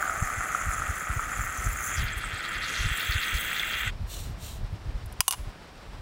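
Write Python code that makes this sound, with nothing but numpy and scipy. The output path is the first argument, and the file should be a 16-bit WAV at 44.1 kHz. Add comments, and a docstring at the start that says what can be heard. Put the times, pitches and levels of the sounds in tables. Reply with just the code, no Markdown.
"""Moka pot on a windy camp stove

Close up, a coffee pot finishes brewing: bursting bubbles ring the open cup, from a wet gurgle to a dry rasp.
Steam hisses through the spout and blows out spits, beads and crackling froth; all of this is filtered noise.
Then, from farther off, two echoing puffs of steam escape and the lid ticks, claps shut and bounces;
its ring is a set of dying sine waves. A soft burner rush and low, gusty wind run throughout, as shaped noise."""
import sys
import numpy as np
from scipy import signal
from scipy.fft import rfft, irfft
from scipy.io import wavfile
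from scipy.ndimage import uniform_filter1d, minimum_filter1d

SR = 44100
rng = np.random.default_rng(int(sys.argv[2]) if len(sys.argv) > 2 else 0)


def wrap_up_sound(samples):
    """Save the sound to the file named by the first command line argument, as 16-bit audio."""
    columns = np.atleast_2d(samples).T
    # keep every value between -1 and 1, then stretch to whole-number steps
    tamed = np.clip(columns, -1, 1)
    steps = np.round(tamed * 32767).astype(np.int16)
    wavfile.write(sys.argv[1], SR, steps)


N = 265041
T = np.arange(N) / SR  # time of every sample, s

# Table levels are starting points: the functions may trim, tilt or waver them.
# In a colour table, density is the relative strength at each frequency.

# the breeze at the microphone: (t/s, level/dB)
BREEZE_LEVEL = [(0, -48), (.55, -50), (.8, -42.5), (1, -45.5), (1.85, -44.5), (2.08, -42), (2.45, -52),
                (3.5, -51.5), (3.95, -39.5), (4.95, -37.5), (5.12, -43.5), (5.7, -54.5), (6, -44)]
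# colour of the wind: (f/Hz, density/dB)
WIND_COLOUR = [(15, -24), (30, 0.5), (45, 2), (70, -1), (100, -4.5), (150, -13.5), (220, -23), (400, -39.5),
               (900, -62.5)]
# gusts striking the microphone: (t/s, length/s, level/dB, eddy f/Hz)
WIND_GUSTS = [(0.226, 0.02, -23.5, 66), (.381, 0.021, -29, 75), (.672, 0.031, -24.5, 65.5),
              (0.809, 0.049, -34.5, 55), (0.899, 0.029, -29.5, 70), (1.102, .02, -29.5, 75),
              (1.169, 0.019, -24.5, 70), (1.392, 0.037, -28, 66.7), (1.591, 0.015, -30.5, 70),
              (1.669, 0.039, -23.5, 73), (1.742, 0.045, -36, 55), (2.01, 0.053, -21, 70.5),
              (2.097, 0.042, -35.5, 55), (2.171, .022, -32, 60), (2.271, 0.031, -36, 70),
              (2.34, 0.024, -33, 70), (2.565, 0.037, -39, 55), (2.808, .025, -27.5, 61),
              (2.862, 0.037, -24.5, 45), (2.918, 0.016, -27, 70), (3.099, 0.011, -24, 73.5),
              (3.159, 0.0096, -23, 65), (3.348, 0.031, -26, 42.5), (3.879, 0.038, -29.5, 72),
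              (4.021, .04, -28, 45), (4.298, .025, -34, 70), (4.54, 0.028, -32, 75),
              (4.732, 0.029, -27, 74), (5.202, 0.0091, -30, 72), (5.404, 0.042, -31.5, 49.2),
              (5.476, .016, -27, 56)]
# colour of burner and open air: (f/Hz, density/dB)
BURNER_COLOUR = [(30, -8.5), (150, 5.5), (400, 1), (700, 1), (1100, -1), (1600, -4), (2200, -6.5),
                 (2800, -8.5), (4900, -12), (5750, -14), (6000, -20), (8300, -21), (10000, -26.5),
                 (13000, -31.5), (16000, -34)]

# puffs of steam: (start t/s, rise/s, hold/s, fall/s, level/dB, delay of the table echo/ms)
STEAM_PUFFS = [(4.058, 0.058, 0.088, 0.16, -41, 1.4), (4.358, 0.086, 0.076, 0.11, -43.5, 2.2)]
# colour of the puffs: (f/Hz, density/dB)
STEAM_COLOUR = [(1500, -25), (2700, -1), (3900, 5), (4900, -5.5), (5500, -1), (8700, 1), (9500, -6),
                (11200, -7.5), (12700, -2), (13800, -10), (15500, -4.5)]
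# the lid's hinge ticks: (t/s, level/dB)
HINGE_TICKS = [(5.059, -44.5), (5.1247, -43)]
# colour of a tick: (f/Hz, density/dB)
TICK_COLOUR = [(4000, -26), (8000, -6), (10500, 2), (12800, -5), (15000, -14)]
# the lid lands and bounces:
# (t/s, crack level/dB, ring level/dB, treble tilt/dB per octave, contact: 0 one edge, 1 flat on the rim)
LID_CLAPS = [(5.2057, 7, -9.5, -1, 0), (5.2803, -2, -7, 0.5, 0.97), (5.3093, -12.5, -17.5, 1.1, 1),
             (5.325, -17, -22, -0.5, 1), (5.3348, -23.5, -34, -5.5, 0.49), (5.343, -32, -37, -4, 0.79)]
# ringing tones of lid and pot: (f/Hz, time to fall 60 dB/s, edge-struck level/dB, flat-struck level/dB)
LID_MODES = [(1090, 0.068, -17, -12.5), (2880, 0.04, -2, -3), (3600, 0.049, -24, -14),
             (4580, 0.026, -22, -8), (5000, 0.026, 8.5, -12), (6200, 0.03, -7, -9),
             (6000, 0.045, -21, -9.5), (6700, .035, -14.5, -11.5), (7250, .028, -10, -20),
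             (8500, 0.029, -6, 0.5), (8600, 0.027, -17, -5), (8850, .035, -14, -0.5),
             (9660, .028, -19, -12), (10670, .04, -4, -3), (11200, .04, -19, -5.5), (10800, 0.25, -25, -30),
             (11140, 0.22, -32, -29), (11640, .02, -6, -5), (11900, .033, -11, -6), (13160, .02, -15, -15),
             (14200, .02, 9, -6)]
# colour of the sharp crack: (f/Hz, density/dB)
CRACK_COLOUR = [(200, -45), (500, -16), (750, -5), (1020, 8.5), (1400, 0), (1750, -6), (2300, 0.5),
                (3000, 4), (4200, -1), (7000, 4), (12000, 2), (15000, -8), (16000, 5.5)]
# colour of the air shut in the cup: (f/Hz, density/dB)
KNOCK_COLOUR = [(300, -53), (550, -35), (760, -2), (1020, 0), (1200, -9), (1500, -13), (3000, -46)]
# so small a lid radiates no bass: (f/Hz, density/dB)
LID_RADIATION = [(100, -46), (350, -10), (650, 1.5), (20000, -0.5)]

CLOSE_END, CLOSE_FADE = 3.91, 0.027  # close-up sound has faded out by this time (s), over this long (s)
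# how far steam has replaced liquid in the spout: (t/s, dryness 0-1)
SPOUT_DRYNESS = [(0, 0.04), (.7, 0.22), (1.85, 0.31), (2.02, 0.78), (2.5, 0.73), (2.8, 0.94), (3.9, 1)]
# short squirts of froth: (t/s, length/s, f/Hz, width/Hz, level/dB)
FROTH_SPITS = [(1.873, .028, 7400, 2200, -53), (1.944, 0.016, 6900, 1400, -37),
               (1.98, .02, 5500, 1500, -40), (2.043, .018, 14200, 2800, -47),
               (2.181, 0.022, 10900, 6000, -44.5), (2.252, .026, 8100, 900, -44),
               (2.383, .012, 7800, 900, -44), (2.69, .019, 6170, 2600, -45),
               (2.79, 0.15, 6160, 1510, -42.5), (2.979, 0.013, 9100, 5000, -35.5),
               (3.41, .015, 10500, 4500, -41), (3.875, 0.015, 7800, 1800, -42.5)]
# beads of froth passing the spout about twenty times a second: t/s
BEAD_TIMES = np.arange(2.12, 3.88, .05)
# froth sputters from the first time on, and thickens once the jet recovers: (t/s, level/dB)
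FROTH_LEVEL = [(1.95, -54), (2.6, -50.5), (2.7, -42.5), (2.95, -48.5), (3.88, -50.5)]
# colour of the sputtering: (f/Hz, density/dB)
SPUTTER_COLOUR = [(2500, -32), (3400, 2.5), (4200, 4.5), (4800, -0.5), (5500, -8), (6500, -17), (9000, -43)]
# clots of froth that crackle louder: (t/s, length/s, level/dB)
FROTH_CLOTS = [(1.996, 0.024, -42), (2.078, 0.012, -40), (2.458, 0.018, -42), (2.82, 0.017, -39),
               (3.01, 0.012, -37), (3.128, 0.017, -33.5), (3.356, 0.023, -37), (3.602, 0.014, -41),
               (3.74, .035, -43)]
# the steam jet surges, chokes on froth and recovers: (t/s, level/dB)
JET_LEVEL = [(0, -41.5), (.72, -41), (1.25, -43.5), (1.55, -39.5), (1.78, -40.5), (1.88, -35.5),
             (2.13, -53.5), (2.62, -50.5), (2.72, -45), (3.4, -43), (3.88, -47.5)]
# resonances of the spout: (f/Hz, width/Hz, wet level/dB, dry level/dB)
SPOUT_MODES = [(5200, 300, -11, -33), (6430, 850, -1, 0.5), (7180, 1050, 3.5, -3.5), (7830, 760, -14, 0),
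               (9030, 1040, -5.5, -7), (9910, 460, -7, -2.5), (10710, 970, -4.5, -5.5),
               (11560, 500, -13, -10), (12500, 440, -14, -7), (13500, 600, -28, -10)]
# colour bands of the finest spray: (f/Hz, width/Hz, level/dB)
MIST_BANDS = [(14740, 1700, 4), (15800, 500, 0)]
# stretches where the spout blows clear and sprays more: (start t/s, end t/s, extra level/dB)
CLEAR_SPRAYS = [(1.326, 2.06, 3), (2.88, 3.9, 10.5)]
# the largest bubbles: (t/s, level/dB, starting ring f/Hz)
LARGE_POPS = [(0.0256, -15.5, 1450), (0.0525, -21, 1500), (0.0763, -18.5, 1340), (0.0954, -18, 1370),
              (.1495, -35, 1310), (0.2163, -26, 1200), (.3006, -18, 1290), (.3849, -23, 1300),
              (.406, -20, 1300), (0.547, -15, 1300), (.819, -19.5, 1310), (1.1023, -21, 1350),
              (1.1932, -18, 1260), (1.3157, -22.5, 1360), (3.514, -21.5, 1840), (3.565, -22, 1930),
              (3.5952, -18, 3420), (3.6315, -18, 2100)]
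# colour of a bubble's torn skin: (multiple of its ring f, density/dB)
SKIN_COLOUR = [(1 / 3, -20), (1 / 2, -6), (1.06, 0), (3, -22), (6, -35)]
# smaller bubbles: slots per second, middle level (dB), middle ring (Hz)
SMALL_POPS_PER_S, SMALL_POP_DB, SMALL_POP_HZ = 16, -27.5, 1294
# level of the bursting bubbles: (t/s, level/dB)
GURGLE_LEVEL = [(0, -32.5), (.55, -32.5), (1, -34.5), (1.78, -35.5), (2, -32.5), (2.22, -37.5),
                (2.38, -34.5), (3.25, -30.3), (3.45, -32.5), (3.88, -30.5)]
# air resonances of the cup, before its pitch rises: (f/Hz, width/Hz, wet level/dB, dry level/dB)
CUP_MODES = [(720, 236, -7.5, -34), (1264, 158, 2, -5), (1454, 257, -4, -4.5), (1887, 527, -7.5, -2),
             (2373, 480, -19.5, -8), (2680, 130, -26, -3.5), (3217, 405, -29, -4), (3730, 490, -58, -16.5)]


def amp(db):
    """Turns decibels into a multiplier."""
    return 10 ** (np.asarray(db) / 20)


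def unit(x):
    """Scales a sound to an average (rms) strength of 1."""
    return x / np.sqrt(np.mean(x ** 2) + 1e-20)


def noise(count=N):
    """Makes white noise: every frequency equally strong on average."""
    return rng.standard_normal(count)


def curve(rows, t):
    """Reads a (time, value) table at times t, with straight lines between rows."""
    return np.interp(t, *np.transpose(rows))


def add(mix, s, sound):
    """Mixes a sound in at time s, cutting off what runs past the end."""
    part = mix[max(round(s * SR), 0):][:len(sound)]
    part += sound[:len(part)]


def colour(x, points):
    """Filters by a (frequency, dB) table; the filter rings only after its cause, and rms becomes 1."""
    hz, db = np.transpose(points)
    f = abs(np.fft.fftfreq(len(x), 1 / SR))
    log_gain = np.log(amp(np.interp(np.log(f + 1), np.log(hz), db)))
    # the Hilbert transform supplies the phase that puts the ringing afterwards
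    response = np.exp(signal.hilbert(log_gain).conj())[:len(x) // 2 + 1]
    return unit(irfft(rfft(x) * response, len(x)))


def struck(points, envelope):
    """A strike is noise that dies by the envelope, then takes a colour; the envelope sets its energy."""
    return colour(noise(len(envelope)) * envelope, points) * np.sqrt(np.mean(envelope ** 2))


def humps(f, modes):
    """Resonances boost bands (frequency, width, dB) with steep sides; mean power gain is 1."""
    power = 0
    for hz, width, db in modes:
        power = power + amp(db) ** 2 / (1 + 2 * ((f - hz) / width) ** 2) ** 3
    return np.sqrt(power / power.mean(0))


def shape(x, gain, size=1024):
    """Passes x through a moving filter gain(frequency, time)."""
    overlap = size - size // 4
    f, t, spectrum = signal.stft(x, SR, nperseg=size, noverlap=overlap)
    filtered = spectrum * gain(f[:, None], t)
    return signal.istft(filtered, SR, nperseg=size, noverlap=overlap)[1][:len(x)]


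def waver(hz):
    """Makes smooth random motion, mostly slower than hz; rms 1."""
    f = np.fft.rfftfreq(N, 1 / SR)
    return unit(irfft(rfft(noise()) * np.exp(-(f / hz) ** 2), N))


def wet_to_dry(modes, t):
    """Blends each resonance's wet and dry levels by the dryness of the moment."""
    dry = curve(SPOUT_DRYNESS, t)
    return [(hz, width, wet_db + dry * (dry_db - wet_db)) for hz, width, wet_db, dry_db in modes]


def bursts(per_s, unevenness, spread_db, rise_s=.0004):
    """Bubbles burst one after another at uneven gaps, each a quick rise and fall of pressure; rms 1."""
    gaps, sizes = rng.standard_normal((2, N // 64))
    gaps = np.exp(unevenness * gaps)
    at = np.cumsum(gaps / gaps.mean()) / per_s
    inside = at < T[-1]
    strengths = amp(spread_db * np.clip(sizes, -2, 1.5))
    train = np.bincount((at[inside] * SR).astype(int), strengths[inside], N)
    u = T[:2048] / rise_s
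    return unit(signal.oaconvolve(train, u * np.exp(-u))[:N])


def crackle(per_s=600, fizz=0.2):
    """Dense tiny bursts of froth make noise crackle, over a little steady fizz; rms 1."""
    return unit(noise() * (fizz + bursts(per_s, unevenness=.7, spread_db=3)))


def wind(breeze_db=0.5, lumps_db=3.0, lumps_hz=14, churn_db=-3, swing_db=3, bright_db=-0.06):
    """Lumpy low turbulence follows the breeze; each gust adds a churn and one smooth pressure swing."""
    breeze = amp(curve(BREEZE_LEVEL, T) + breeze_db + lumps_db * waver(lumps_hz))
    out = colour(noise(), WIND_COLOUR) * breeze
    lead = .2  # s of sound before a gust's middle
    t = np.arange(-lead, lead, 1 / SR)
    # a slight tilt, bright_db per octave
    churn_colour = [(hz, db + bright_db * np.log2(hz)) for hz, db in WIND_COLOUR]
    for s, length, db, hz in WIND_GUSTS:
        churn = struck(churn_colour, np.exp(-2 * (t / length) ** 2))
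        u = (np.pi * hz * t) ** 2
        swing = rng.choice([-1, 1]) * (1 - 2 * u) * np.exp(-u)
        add(out, s - lead, amp(db) * (amp(churn_db) * churn + amp(swing_db) * swing))
    return out


def burner(close, close_db=2, level_db=-48.5, flicker_db=0.98):
    """Gas flame and open air make a rush of noise that flickers slightly and is louder close up."""
    level = level_db + close_db * close + flicker_db * waver(hz=25)
    return colour(noise(), BURNER_COLOUR) * amp(level)


def puffs(echo=0.26, second_echo=0.2, second_ms=0.71, flutter_db=1.0):
    """Steam puffs are swelling hiss; short echoes off pot and table give them a hollow colour."""
    out = np.zeros(N)
    for s, rise, hold, fall, db, echo_ms in STEAM_PUFFS:
        hiss = colour(noise(), STEAM_COLOUR)
        corners = s + np.cumsum([0, rise, hold, fall])
        # the hiss never quite stops outside the puff
        swell = np.interp(T, corners, [0.13, 1, 0.84, 0.16]) ** 2
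        echoes = echo * np.interp(T - echo_ms / 1000, T, hiss)
        echoes += second_echo * np.interp(T - second_ms / 1000, T, hiss)
        out += amp(db) * swell * unit(hiss + echoes)
    return out * amp(flutter_db * waver(hz=90))


def lid(crack_t60=0.021, snap_db=2, snap_t60=0.004, tail_db=-36, tail_t60=0.41, knock_db=-7, knock_t60=0.018):
    """The hinge ticks, then each clap is a crack, a hollow knock, ringing metal and a faint scatter."""
    lead = .02  # s of silence before each strike
    out, t = np.zeros(N), T[:SR // 2] - lead

    def decay(t60):
        """A strike starts at 1 and falls 60 dB in t60 seconds."""
        return (t >= 0) * amp(-60 * abs(t) / t60)

    for s, db in HINGE_TICKS:
        add(out, s - lead, amp(db) * struck(TICK_COLOUR, decay(.025)))
    for s, crack_db, ring_db, tilt_db, flat in LID_CLAPS:
        # a snap, the crack itself, and a long tail scattered from things nearby
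        dying = amp(snap_db) * decay(snap_t60) + decay(crack_t60) + amp(tail_db) * decay(tail_t60)
        tilted = [(hz, db + tilt_db * np.log2(hz / 5000)) for hz, db in CRACK_COLOUR]
        clap = amp(crack_db) * struck(tilted, dying)
        clap += amp(ring_db + knock_db - 2 * tilt_db) * struck(KNOCK_COLOUR, decay(knock_t60))
        # where the lid lands decides which modes speak
        for (hz, t60, edge_db, flat_db), phase in zip(LID_MODES, rng.random(len(LID_MODES))):
            struck_db = edge_db + flat * (flat_db - edge_db)
            level = ring_db + struck_db + tilt_db * np.log2(hz / 5000)
            clap += amp(level) * decay(t60) * np.sin(2 * np.pi * (hz * t + phase))
        add(out, s - lead, clap)
    return colour(out, LID_RADIATION) * np.sqrt(np.mean(out ** 2))


def spits():
    """Froth squirts out in short crackles, each filtered to its own pitch."""
    out, f = np.zeros(N), np.fft.rfftfreq(N, 1 / SR)
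    froth = rfft(crackle())
    for s, length, hz, width, db in FROTH_SPITS:
        squirt = irfft(froth * humps(f, [(hz, width, 0)]), N)
        out += amp(db) * np.exp(-2 * ((T - s) / length) ** 2) * squirt
    return out


def beads(level_db=-46, hz=7900, scatter_hz=450, width_hz=700, length_s=0.0055, jitter_s=0.029, spread_db=5):
    """Beads of froth blown through the drying spout sizzle one by one, each at its own pitch."""
    out, t = np.zeros(N), T[:2048]
    f = np.fft.rfftfreq(len(t), 1 / SR)
    for s, (late, pitch, size) in zip(BEAD_TIMES, rng.uniform(-1, 1, (len(BEAD_TIMES), 3))):
        band = humps(f, [(hz + scatter_hz * pitch, width_hz, 0)])
        sizzle = unit(irfft(rfft(noise(len(t))) * band))
        swell = np.exp(-((t - t.mean() - late * jitter_s / 2) / length_s) ** 2)
        add(out, s, amp(level_db + spread_db * size) * sizzle * swell)
    return out


def sputter(level_db=-0.5, clot_db=-2.0, fade_s=0.04, flutter_db=4.0, flutter_hz=22):
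    """As the pot runs dry, froth crackles unevenly at the spout, louder as each clot passes."""
    onset = np.clip((T - FROTH_LEVEL[0][0]) / fade_s, 0, 1)
    steady = onset * amp(curve(FROTH_LEVEL, T) + level_db + flutter_db * waver(flutter_hz))
    clots = sum(amp(db + clot_db) * np.exp(-((T - s) / length) ** 2) for s, length, db in FROTH_CLOTS)
    return colour(crackle(), SPUTTER_COLOUR) * np.hypot(steady, clots)


def jet(level_db=-0.9, mist_db=-13.5, spray_rise_s=.05, drift_db=2.0, drift_hz=7, flutter_db=2.0, patch_db=2.5):
    """Steam hisses through the spout; passing froth makes it flutter and shifts its colour."""
    def froth(f, t):
        """Froth makes random patches of the hiss louder or softer."""
        patches = uniform_filter1d(noise((len(f), len(t))), size=5, axis=0)
        return amp(patch_db * unit(uniform_filter1d(patches, size=18, axis=1)))

    flow = unit(shape(noise(), froth, size=256) * amp(flutter_db * waver(hz=135)))
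    hiss = shape(flow, lambda f, t: humps(f, wet_to_dry(SPOUT_MODES, t)))
    mist = shape(flow, lambda f, t: humps(f, MIST_BANDS))
    spray_db = 0
    for start, end, db in CLEAR_SPRAYS:
        spray_db = spray_db + db * np.clip(np.minimum(T - start, end - T) / spray_rise_s, 0, 1)
    mist_level = mist_db + spray_db + drift_db * waver(drift_hz)
    return amp(curve(JET_LEVEL, T)) * (amp(level_db) * hiss + amp(mist_level) * mist)


def small_pops(spread_db=6.0, spread=0.026):
    """Smaller bubbles need liquid, so fewer of these random pops come as the spout dries."""
    rows = []
    for k, (late, chance, size, pitch) in enumerate(rng.random((int(SMALL_POPS_PER_S * CLOSE_END), 4))):
        s = (k + late) / SMALL_POPS_PER_S
        if chance < (1 - curve(SPOUT_DRYNESS, s)) ** 2:
            db = SMALL_POP_DB + spread_db * (2 * size - 1)
            rows.append((s, db, SMALL_POP_HZ * (1 + spread * (2 * pitch - 1))))
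    return rows


def pops(level_db=-3, rise_s=0.00098, glide=0.041, splash=0.23):
    """Each bubble rings for a few cycles, gliding upward, with a splash from its torn skin."""
    out, t = np.zeros(N), T[:600]
    u = t / rise_s
    envelope = (u / 2) ** 2 * np.exp(2 - u)  # peaks at 1
    for s, db, hz in list(LARGE_POPS) + small_pops():
        cycles = hz * t * (1 + glide * t / t[-1])
        ring = np.sin(2 * np.pi * (cycles + rng.random()))
        skin = colour(noise(len(t)), [(hz * ratio, skin_db) for ratio, skin_db in SKIN_COLOUR])
        add(out, s, amp(db + level_db) * envelope * (ring + splash * skin))
    return out


def lull(depth=0.27, lead_s=0.0046, length_s=0.0026):
    """The gurgle sinks briefly while a large bubble swells, just before its pop."""
    return 1 - depth * sum(np.exp(-((T - s + lead_s) / length_s) ** 2) for s, db, hz in LARGE_POPS)


def gurgle(wet_fizz=1.0, dry_fizz=1.63, rise=0.029):
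    """Bursting bubbles and the fizz between them ring the cup, whose pitch rises as it fills."""
    dry = curve(SPOUT_DRYNESS, T)
    fizz = wet_fizz + dry * (dry_fizz - wet_fizz)
    burst = bursts(per_s=150, unevenness=.35, spread_db=2)
    drive = noise() * np.sqrt((burst ** 2 + fizz ** 2) / (1 + fizz ** 2))

    def cup(f, t):
        """The cup's resonances move up together; dryness stands in for how full it is."""
        return humps(f / (1 + rise * curve(SPOUT_DRYNESS, t)), wet_to_dry(CUP_MODES, t))

    return shape(drive, cup) * amp(curve(GURGLE_LEVEL, T))


def scene():
    """The brewing pot is heard close up, then the wider scene, all in the wind."""
    close = np.clip((CLOSE_END - T) / CLOSE_FADE, 0, 1)
    around = wind() + burner(close) + puffs() + lid()
    brew = spits() + beads() + sputter() + jet() + pops() + gurgle() * lull()
    return (close * brew + around)[None]


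def record(dry, ceiling_db=-11, recovery_db=105, edge_hz=15830):
    """A limiter turns down loud moments and recovers by some dB a second; then the top treble is cut."""
    power = abs(uniform_filter1d(dry[0] ** 2, size=100))
    over_db = 10 * np.log10(power + 1e-12) - ceiling_db
    # hold each overshoot, letting it sink at the recovery rate
    held_db = np.maximum(np.maximum.accumulate(over_db + recovery_db * T) - recovery_db * T, 0)
    # widen and smooth the dip, so that it starts just ahead of the peak
    duck_db = uniform_filter1d(minimum_filter1d(-held_db, size=161), size=65)
    low_pass = signal.firwin(511, edge_hz, window=("kaiser", 9), fs=SR)
    return signal.oaconvolve(dry * amp(duck_db), low_pass[None], "same")


dry = scene()
out = record(dry)
wrap_up_sound(out)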